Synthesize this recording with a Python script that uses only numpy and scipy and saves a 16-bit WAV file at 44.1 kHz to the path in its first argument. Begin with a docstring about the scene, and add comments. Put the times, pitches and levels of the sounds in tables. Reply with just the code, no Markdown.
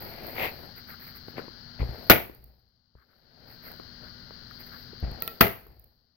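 """A workshop, stereo microphones close to a cardboard box: diagonal cutters work on its steel strap.
The jaws scrape, tap and nick the band, the box thuds as it is levered,
and twice the taut strap snaps and rattles away. Low room rumble lies behind it all.
The recorder overloads at each snap and turns its gain down, so its hiss sinks and creeps back."""
import sys
import numpy as np
from scipy import signal
from scipy.fft import rfft, irfft, next_fast_len
from scipy.io import wavfile
from scipy.ndimage import uniform_filter1d, minimum_filter1d

SR = 44100
rng = np.random.default_rng(int(sys.argv[2]) if len(sys.argv) > 2 else 0)


def output_pcm(signal):
    """Save a mono or channel-first signal as 16-bit PCM at the path in sys.argv[1].

    Samples are clipped to [-1, 1] before scaling.
    """
    pcm = np.clip(np.atleast_2d(signal).T, -1, 1) * 32767
    wavfile.write(sys.argv[1], SR, np.round(pcm).astype(np.int16))


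N = 272049
TIME = np.arange(N) / SR
FFT_SIZE = next_fast_len(N + SR)
FREQS = np.fft.rfftfreq(FFT_SIZE, 1 / SR) + 1e-3

# the strap parts and whips the box, two cracks to a snap:
# (time [s], crack [dB], crack t60 [s], rattle [dB], steel ring [dB], box boom [dB])
STRAP_SNAPS = [(2.0980, 10, 0.072, -1.5, -13, -25.5), (2.1088, -4.5, .05, -10, -23, -31.5),
               (5.4064, 1, 0.089, -9, -26, -44), (5.4091, 12, 0.037, -1.5, -7, -17)]
# resonances of the freed band and of the box: (frequency [Hz], level [dB], t60 [s])
FREED_BAND_MODES = [(1360, 4.5, .07), (1720, -8, .1), (1820, -14, 0.13), (1990, -7, 0.27), (2144, -12, .12),
                    (2502, -6.5, .12), (2734, -5.5, .11), (4400, -13.5, 0.063), (13000, -3, .11),
                    (14700, -8.5, .12), (15300, -5, .11), (14980, -1, .11), (15800, -7, .1)]
CARDBOARD_MODES = [(63.6, -4, .28), (113.34, -8.5, 0.49), (202, -5.5, 0.2), (227.5, -1, 0.15),
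                   (363, -8.5, 0.25), (421.5, -2, .26), (460, -2, 0.17), (667, 3.5, 0.34), (816, -1, 0.21)]
# spectra of the tearing steel and of its rattle: (frequency [Hz], level [dB])
CRACK_SPECTRUM = [(30, -15), (90, -5), (190, -6), (310, -8.5), (450, -7.5), (600, -5.5), (800, -0.5),
                  (1050, -0.5), (1400, 4.5), (1950, 3.5), (2600, -5), (5000, -1.5), (9000, -2.5),
                  (15000, -5)]
RATTLE_SPECTRUM = [(60, -4.5), (120, -2.5), (220, -5), (300, -7), (410, 1.5), (580, 2), (780, 1.5),
                   (1100, -6), (1500, -9.5), (2050, 6), (3000, -2), (4500, -12.5), (9000, -2.5),
                   (15000, -11)]


def strap_snaps(tear_s=0.00083, rattle_t60=0.32, slap_delay_s=0.0036):
    """Close to the microphones the band tears through, rings, booms on the box and rattles across it."""
    crack, rattle = np.zeros((2, N))
    for start, crack_db, crack_t60, rattle_db, _, _ in STRAP_SNAPS:
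        tear = np.clip((TIME - start) / tear_s, 0, 1)
        crack += from_db(crack_db) * tear * dying(TIME - start, crack_t60)
        rattle += from_db(rattle_db) * tear * dying(TIME - start, rattle_t60)
    times, _, _, _, steel_db, boom_db = np.transpose(STRAP_SNAPS)
    landings = times + slap_delay_s
    steel = ring(clicks(landings, from_db(steel_db)), FREED_BAND_MODES) * from_db([[0], [-2]])
    boom = ring(clicks(landings, from_db(boom_db)), CARDBOARD_MODES)
    # the crack sounds unrelated in the left and right microphones
    burst = coloured(crack * rng.standard_normal((2, N)), CRACK_SPECTRUM) * from_db([[-.5], [1.5]])
    chatter = coloured(rattle * grains(per_s=800, spread_db=4, t60=.0081), RATTLE_SPECTRUM)
    return workshop(burst + chatter + steel, wet_db=-5) + boom


# the jaws or the loose strap end tick on steel: (time [s], level [dB], hardness [0-1])
STEEL_TICKS = [(0.268, -9.5, 0), (2.349, -5, .05), (2.442, -3, .05), (3.717, -19, 0.24), (5.003, -29, .1),
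               (5.115, -23.5, .1), (5.204, -21.5, .1), (5.222, 2, 0.55), (5.233, -9, .1),
               (5.2772, -0.5, 0.85), (5.668, -7, 0.02), (5.796, -1, 0), (5.842, -4.5, 0.16)]
# resonances of the band while still taut: (frequency [Hz], level [dB], t60 [s])
TAUT_BAND_MODES = [(457, -18, 0.29), (650, -13, .25), (1322, -3.5, 0.17), (1346, 5.5, 0.12),
                   (1900, 1.5, 0.099), (2520, -1.5, .11), (3250, -13, .15)]
# spectra of a light touch and of a hard bite: (frequency [Hz], level [dB])
TICK_SPECTRUM = [(100, -30), (800, -26.5), (2500, -18), (5000, -13), (9000, -7.5), (13000, 9.5)]
BITE_SPECTRUM = [(100, -17), (500, -9), (1400, -3.5), (2800, 15.5), (5000, 8), (7000, 13), (10000, 8.5),
                 (14000, -10.5)]


def steel_ticks(ring_db=-31, body_db=-52):
    """Light contacts are all treble; hard bites also crack lower, ring the band and stir the box."""
    times, db, hardness = np.transpose(STEEL_TICKS)
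    touches = clicks(times, from_db(db))
    bites = clicks(times, from_db(db) * hardness ** 2)
    tick = coloured(contacts(touches, t60=.009), TICK_SPECTRUM)
    crack = coloured(contacts(bites, t60=.011), BITE_SPECTRUM)
    band = from_db(ring_db) * ring(bites, TAUT_BAND_MODES)
    body = from_db(body_db) * ring(bites, CARDBOARD_MODES)
    return workshop(tick + band, wet_db=-7) + workshop(crack, wet_db=-5.5) + body


# tool and strap knock on the cardboard: (time [s], level [dB])
BOX_KNOCKS = [(1.2829, 1), (1.381, 4.5), (1.393, -1), (1.481, -5), (1.805, -1), (1.828, -2), (2.269, -5.5),
              (2.296, 9.5), (2.535, -11), (2.952, -0.5), (3.798, -2), (4.307, -7), (4.931, -13.5),
              (5.026, -11), (5.665, 4.5)]
# spectrum of a dull knock: (frequency [Hz], level [dB])
KNOCK_SPECTRUM = [(60, -12.5), (200, -2), (450, 5.5), (750, -0.5), (1100, 1.5), (1700, -11), (3000, -14),
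                  (8000, -29.5), (16000, -42.5)]
# the box panel gives under the levering hand: (time [s], level [dB])
PANEL_THUDS = [(1.799, -34.5), (1.817, -28), (1.892, -35.5), (2.952, -33), (5.027, -32.5), (5.039, -30),
               (5.078, -37), (5.117, -38.5)]
# resonances of that panel: (frequency [Hz], level [dB], t60 [s])
BOX_PANEL_MODES = [(61, 7, 0.18), (86, -6.5, 0.2), (119, -3, 0.16), (177, -15, 0.12)]
# the freed band slaps the box, pitched by where it lands: (time [s], frequency [Hz], level [dB])
BAND_SLAPS = [(2.103, 83.13, -14.5), (5.409, 216.4, -10.5)]


def box_impacts(slap_t60=.06):
    """Dead knocks on the cardboard, the low thud of its flexing panel and the slap of the freed band."""
    times, db = np.transpose(BOX_KNOCKS)
    knocks = contacts(clicks(times, from_db(db)), t60=.015)
    times, db = np.transpose(PANEL_THUDS)
    thuds = ring(clicks(times, from_db(db)), BOX_PANEL_MODES)
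    slaps = sum(ring(clicks([start], 1), [(hz, db, slap_t60)]) for start, hz, db in BAND_SLAPS)
    return workshop(coloured(knocks, KNOCK_SPECTRUM), wet_db=-9) + thuds + slaps


# the jaws drag along the band: (start [s], length [s], level [dB])
JAW_DRAGS = [(-.1, 0.69, -39), (.345, 0.17, -16), (1.36, 0.041, -29.5), (1.785, .05, -30.5)]
# spectrum of a drag: (frequency [Hz], level [dB])
DRAG_SPECTRUM = [(60, -9), (250, -14), (480, -4.5), (720, 1.5), (1100, -5), (1550, -5.5), (2100, 7.5),
                 (3000, -3), (4500, -12.5), (8000, -11.5), (15000, -21.5)]


def jaw_scrapes():
    """The jaws stick and slip along the painted steel."""
    slips = strokes(JAW_DRAGS, edge_share=.42) * grains(per_s=2000, spread_db=2.5, t60=.009)
    return workshop(coloured(slips, DRAG_SPECTRUM), wet_db=-10)


# short light strokes of a cutting edge: (start [s], length [s], level [dB])
EDGE_STROKES = [(0.233, 0.13, -37), (0.75, 0.064, -34), (0.864, 0.088, -31.5), (0.978, 0.085, -34.5),
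                (1.03, 0.095, -34), (1.144, 0.042, -31), (1.255, 0.081, -41.5), (3.444, 0.14, -37.5),
                (3.61, 0.13, -32.5), (4.581, 0.053, -35), (4.649, 0.045, -39.5), (4.687, 0.19, -43),
                (5.76, 0.068, -42)]
# spectrum of the edge on steel: (frequency [Hz], level [dB])
RASP_SPECTRUM = [(300, -13), (900, -11), (1400, -1.5), (2100, 3.5), (3000, -14.5), (7000, -40),
                 (11000, -12), (14000, -1)]


def edge_rasps():
    """The cutting edge hisses over the steel with fine stick and slip."""
    slips = strokes(EDGE_STROKES, edge_share=.51) * grains(per_s=1900, spread_db=2.5, t60=.008)
    return workshop(coloured(slips, RASP_SPECTRUM), wet_db=-9)


# the jaws are set on, the band is levered up, it parts:
# (grip time [s], lever time [s], parting time [s], peak strain grit [dB], slither [dB])
STRAP_CUTS = [(0, 1.79, 2.098, -39.5, -33.5), (2.95, 5.025, 5.406, -54.5, -32)]


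def cut_phases(grip_db=-41, heave_db=-36, heave_t60=2.7, strain_db_per_s=44.5,
               settle_s=0.31, slither_t60=1.0):
    """Envelopes: the hand grips, the band drags on the box, strains until it parts, slithers to rest."""
    grip, heave, strain, slither = np.zeros((4, N))
    for grip_s, lever_s, part_s, strain_db, slither_db in STRAP_CUTS:
        since_parting = TIME - part_s
        uncut = TIME < part_s
        grip += uncut * (TIME >= grip_s) * from_db(grip_db)
        heave += uncut * from_db(heave_db) * dying(TIME - lever_s, heave_t60)
        tension = from_db(strain_db - strain_db_per_s * np.abs(since_parting))
        strain += uncut * (TIME >= lever_s) * tension
        falling = np.clip(since_parting / settle_s, 0, 1) ** 2
        resting = dying(np.maximum(since_parting - settle_s, 0), slither_t60)
        slither += from_db(slither_db) * falling * resting
    return grip, heave, strain, slither


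# hand and tool slide over the box: (start [s], length [s], rub [dB], grit [dB])
BOX_SLIDES = [(-.15, 0.32, -34, -31), (0.073, 0.44, -36, -34.5), (0.332, 0.18, -58, -23.5),
              (0.442, 0.31, -39, -41), (1.312, 0.18, -39, -51), (2.95, .36, -43.5, -44),
              (3.216, 0.4, -43, -52.5), (3.61, 0.17, -43, -46.5), (3.987, 0.12, -47.5, -56),
              (4.404, 0.53, -55.5, -47)]
# spectra of rubbed cardboard and of gritty metal: (frequency [Hz], level [dB])
RUB_SPECTRUM = [(40, 6.5), (130, 1), (300, 1), (750, 7), (1100, -2.5), (1900, 1.5), (3000, -9),
                (6000, -22.5), (12000, -34.5)]
GRIT_SPECTRUM = [(500, -38.5), (5000, -23), (10000, -6.5), (12500, -1), (16000, -4.5)]


def sliding(heave, strain, slither):
    """Soft rubbing on cardboard and fine grit on metal; the loose band ticks and sways the box."""
    slides = np.array(BOX_SLIDES)
    rub_level = strokes(slides[:, [0, 1, 2]], edge_share=.35) + heave + slither
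    grit_level = strokes(slides[:, [0, 1, 3]], edge_share=.55) + strain + from_db(-5) * slither
    rub = rub_level * grains(per_s=900, spread_db=3, t60=.025)
    grit = grit_level * grains(per_s=800, spread_db=3.5, t60=.014)
    loose_ticks = from_db(-7) * slither * grains(per_s=35, spread_db=3, t60=.008)
    sway = from_db(-35) * ring(slither * rng.standard_normal(N), BOX_PANEL_MODES)
    metal = workshop(coloured(grit + loose_ticks, GRIT_SPECTRUM), wet_db=-6.5)
    return coloured(rub, RUB_SPECTRUM) + metal + sway


# the cutters open or close: (start [s], length [s], level [dB])
CUTTER_CREAKS = [(.87, 0.11, -30), (.98, 0.23, -39.5), (1.37, 0.051, -26.5), (2.945, 0.12, -24),
                 (3.07, 0.1, -30), (3.63, 0.13, -31.5), (4.0, 0.14, -36.5), (4.495, 0.024, -28.5),
                 (4.69, 0.094, -30.5)]
# spectra of the creak and of the hand on the handles: (frequency [Hz], level [dB])
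CREAK_SPECTRUM = [(300, -24.5), (900, -16.5), (1300, 0), (1550, 2), (2000, -6.5), (2700, -27), (6000, -26),
                  (13500, -22)]
CHAFE_SPECTRUM = [(300, -15.5), (700, -11), (1100, -12.5), (1500, 4.5), (2000, -2.5), (2500, -13.5),
                  (3200, -4.5), (6000, -25), (13500, -26.5)]


def cutters_in_hand(grip):
    """Close and dry: the cutters creak as they move, and the gripping hand chafes steadily."""
    creak = strokes(CUTTER_CREAKS, edge_share=.353) * grains(per_s=250, spread_db=.5, t60=.032)
    return coloured(creak, CREAK_SPECTRUM) + coloured(grip * diffuse(), CHAFE_SPECTRUM)


# colour of the sound coming back off the walls: (frequency [Hz], gain [dB])
WALL_RESPONSE = [(60, 3), (300, -3), (2200, -4), (4500, -8), (14000, -0.5)]


def workshop(direct, wet_db, t60=0.46, build_s=0.016):
    """Direct sound plus a diffuse tail that builds up after the first wall echoes."""
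    tail = diffuse() * dying(TIME, t60) * np.clip(TIME / build_s, 0, 1) ** 2
    tail = coloured(tail / np.sqrt(np.sum(tail ** 2) / 2), WALL_RESPONSE)
    reverb = irfft(rfft(direct, FFT_SIZE) * rfft(tail, FFT_SIZE), FFT_SIZE)[:, :N]
    return direct + from_db(wet_db) * reverb


# the workshop at rest: (frequency [Hz], level [dB])
RUMBLE_SPECTRUM = [(20, 5.5), (70, 6), (140, 4), (240, -2), (330, -12.5), (750, -16), (1200, -15.5),
                   (3000, -28), (8000, -42.5)]


def room_tone(hum_hz=242.3, hum_db=-62.5):
    """Low rumble all round the microphones, with a faint hum."""
    rumble = from_db(-40.5) * coloured(diffuse(), RUMBLE_SPECTRUM)
    return rumble + from_db(hum_db) * np.sin(2 * np.pi * hum_hz * TIME)


# how alike the two microphones hear the room: (frequency [Hz], correlation [0-1])
MIC_LIKENESS = [(50, .9), (140, 0.75), (450, 0.38), (900, .3), (1600, 0), (5000, 0.031)]


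def diffuse():
    """White stereo noise, alike in the bass and unrelated in the treble."""
    mid, side = rfft(rng.standard_normal((2, FFT_SIZE)))
    alike = over_hz(MIC_LIKENESS)
    left_right = np.sqrt((1 + alike) / 2) * mid + np.sqrt((1 - alike) / 2) * side * [[1], [-1]]
    return irfft(left_right, FFT_SIZE)[:, :N]


def strokes(rows, edge_share):
    """Each stroke takes hold, slides and lets go; an edge lasts a share of its length."""
    pressure = np.zeros(N)
    for start, length, db in rows:
        along = (TIME - start) / length
        pressure += from_db(db) * np.clip(np.minimum(along, 1 - along) / edge_share, 0, 1)
    return pressure


def clicks(times, gains):
    """One impulse for each contact."""
    impulses = np.zeros(N)
    impulses[(np.asarray(times) * SR).astype(int)] = gains
    return impulses


def contacts(impulses, t60):
    """Each impulse spreads into a brief noise burst of the same energy."""
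    decay = dying(1 / SR, t60) ** 2
    power = signal.lfilter([1 - decay], [1, -decay], impulses ** 2 + 1e-18)
    return np.sqrt(power) * diffuse()


def grains(per_s, spread_db, t60):
    """Random slips of uneven size; rms 1."""
    slipping = rng.random(N) < per_s / SR
    slips = slipping * from_db(spread_db * np.clip(rng.standard_normal(N), -2, 2))
    return contacts(slips / np.std(slips), t60)


def ring(impulses, modes):
    """Impulses set a body's decaying sines going."""
    sound = np.zeros(N)
    for hz, db, t60 in modes:
        decay, angle = dying(1 / SR, t60), 2 * np.pi * hz / SR
        feedback = [1, -2 * decay * np.cos(angle), decay ** 2]
        sound += from_db(db) * signal.lfilter([0, np.sin(angle)], feedback, impulses + 1e-18)
    return sound


def from_db(db):
    """Decibels to gain."""
    return 10 ** (np.asarray(db) / 20)


def dying(t, t60):
    """Zero before t = 0, then 60 dB down every t60."""
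    return (t >= 0) * np.exp(-np.log(1000) * np.maximum(t, 0) / t60)


def over_hz(points, column=1):
    """One column of a spectrum at every frequency."""
    table = np.array(points)
    return np.interp(np.log(FREQS), np.log(table[:, 0]), table[:, column])


def coloured(x, points, column=1):
    """Minimum-phase filter: nothing sounds before its cause."""
    cepstrum = irfft(np.log(from_db(over_hz(points, column))), FFT_SIZE)
    cepstrum[1:FFT_SIZE // 2] *= 2
    cepstrum[FFT_SIZE // 2 + 1:] = 0
    return irfft(rfft(x, FFT_SIZE) * np.exp(rfft(cepstrum)), FFT_SIZE)[..., :N]


def each_side(x, points):
    """Left and right through their own responses."""
    return np.array([coloured(x[0], points, column=1), coloured(x[1], points, column=2)])


def scene():
    """All that reaches the microphones, from the strap close by to the room behind."""
    grip, heave, strain, slither = cut_phases()
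    impacts = strap_snaps() + steel_ticks() + box_impacts()
    friction = jaw_scrapes() + edge_rasps() + sliding(heave, strain, slither) + cutters_in_hand(grip)
    return impacts + friction + room_tone()


def gain_control(x, threshold_db=-33, depth_db=24, hold_s=0.82, release_db_per_s=48, smooth_s=0.18):
    """Loud sharp sounds pull the recorder's gain down; it is held, then creeps back."""
    treble = np.diff(x, prepend=0)
    power = uniform_filter1d(np.mean(treble ** 2, axis=0) / 2, size=441)   # over 10 ms
    over_db = np.clip(10 * np.log10(np.abs(power) + 1e-12) - threshold_db, 0, depth_db)
    half_hold = int(hold_s * SR / 2)
    held_db = -minimum_filter1d(-over_db, 2 * half_hold + 1, origin=half_hold, mode="constant")
    recovery_db = release_db_per_s * TIME
    cut_db = np.maximum.accumulate(held_db + recovery_db) - recovery_db
    lag = np.exp(-1 / (smooth_s * SR))
    return x * from_db(-signal.lfilter([1 - lag], [1, -lag], cut_db))


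# microphone ports, hollow at 8 kHz and ringing at 14 kHz: (frequency [Hz], left [dB], right [dB])
MIC_PORTS = [(20, -5.5, -1.5), (93, 7, 2), (406.3, 6, 1), (1020, -1, -12), (1900, -3.5, -11),
             (4600, -5.5, -13), (6020, -17.5, -27.5), (8440, -38, -36.5), (11600, -17.5, -10),
             (13650, -7.5, 1.5), (16000, -13, -6)]
# the recorder's electronic hiss: (frequency [Hz], left [dB], right [dB])
HISS_SPECTRUM = [(100, -7.5, -23.5), (1188, -16, -22), (1430, -10.5, -30), (1990, -17, -27),
                 (2550, -30.5, -34), (3010, -13.5, -34), (3555, -16.5, -35.5), (4255, 1.5, -33.5),
                 (4730, 0.5, -32.5), (5540, -16.5, -37), (6400, -26.5, -41), (7300, -60.5, -75),
                 (14700, -37.5, -25)]


def record(dry, cutoff_hz=15950):
    """Through the microphone ports into the recorder: hiss, gain control, overload and the top cut."""
    hiss = from_db(-33) * each_side(rng.standard_normal((2, N)), HISS_SPECTRUM)
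    picked_up = each_side(dry, MIC_PORTS) + hiss
    clipped = np.clip(gain_control(picked_up), -1, 1)
    top_cut = signal.ellip(10, .1, 70, cutoff_hz, fs=SR, output="sos")
    return signal.sosfilt(top_cut, clipped)


dry = scene()
out = record(dry)
output_pcm(out)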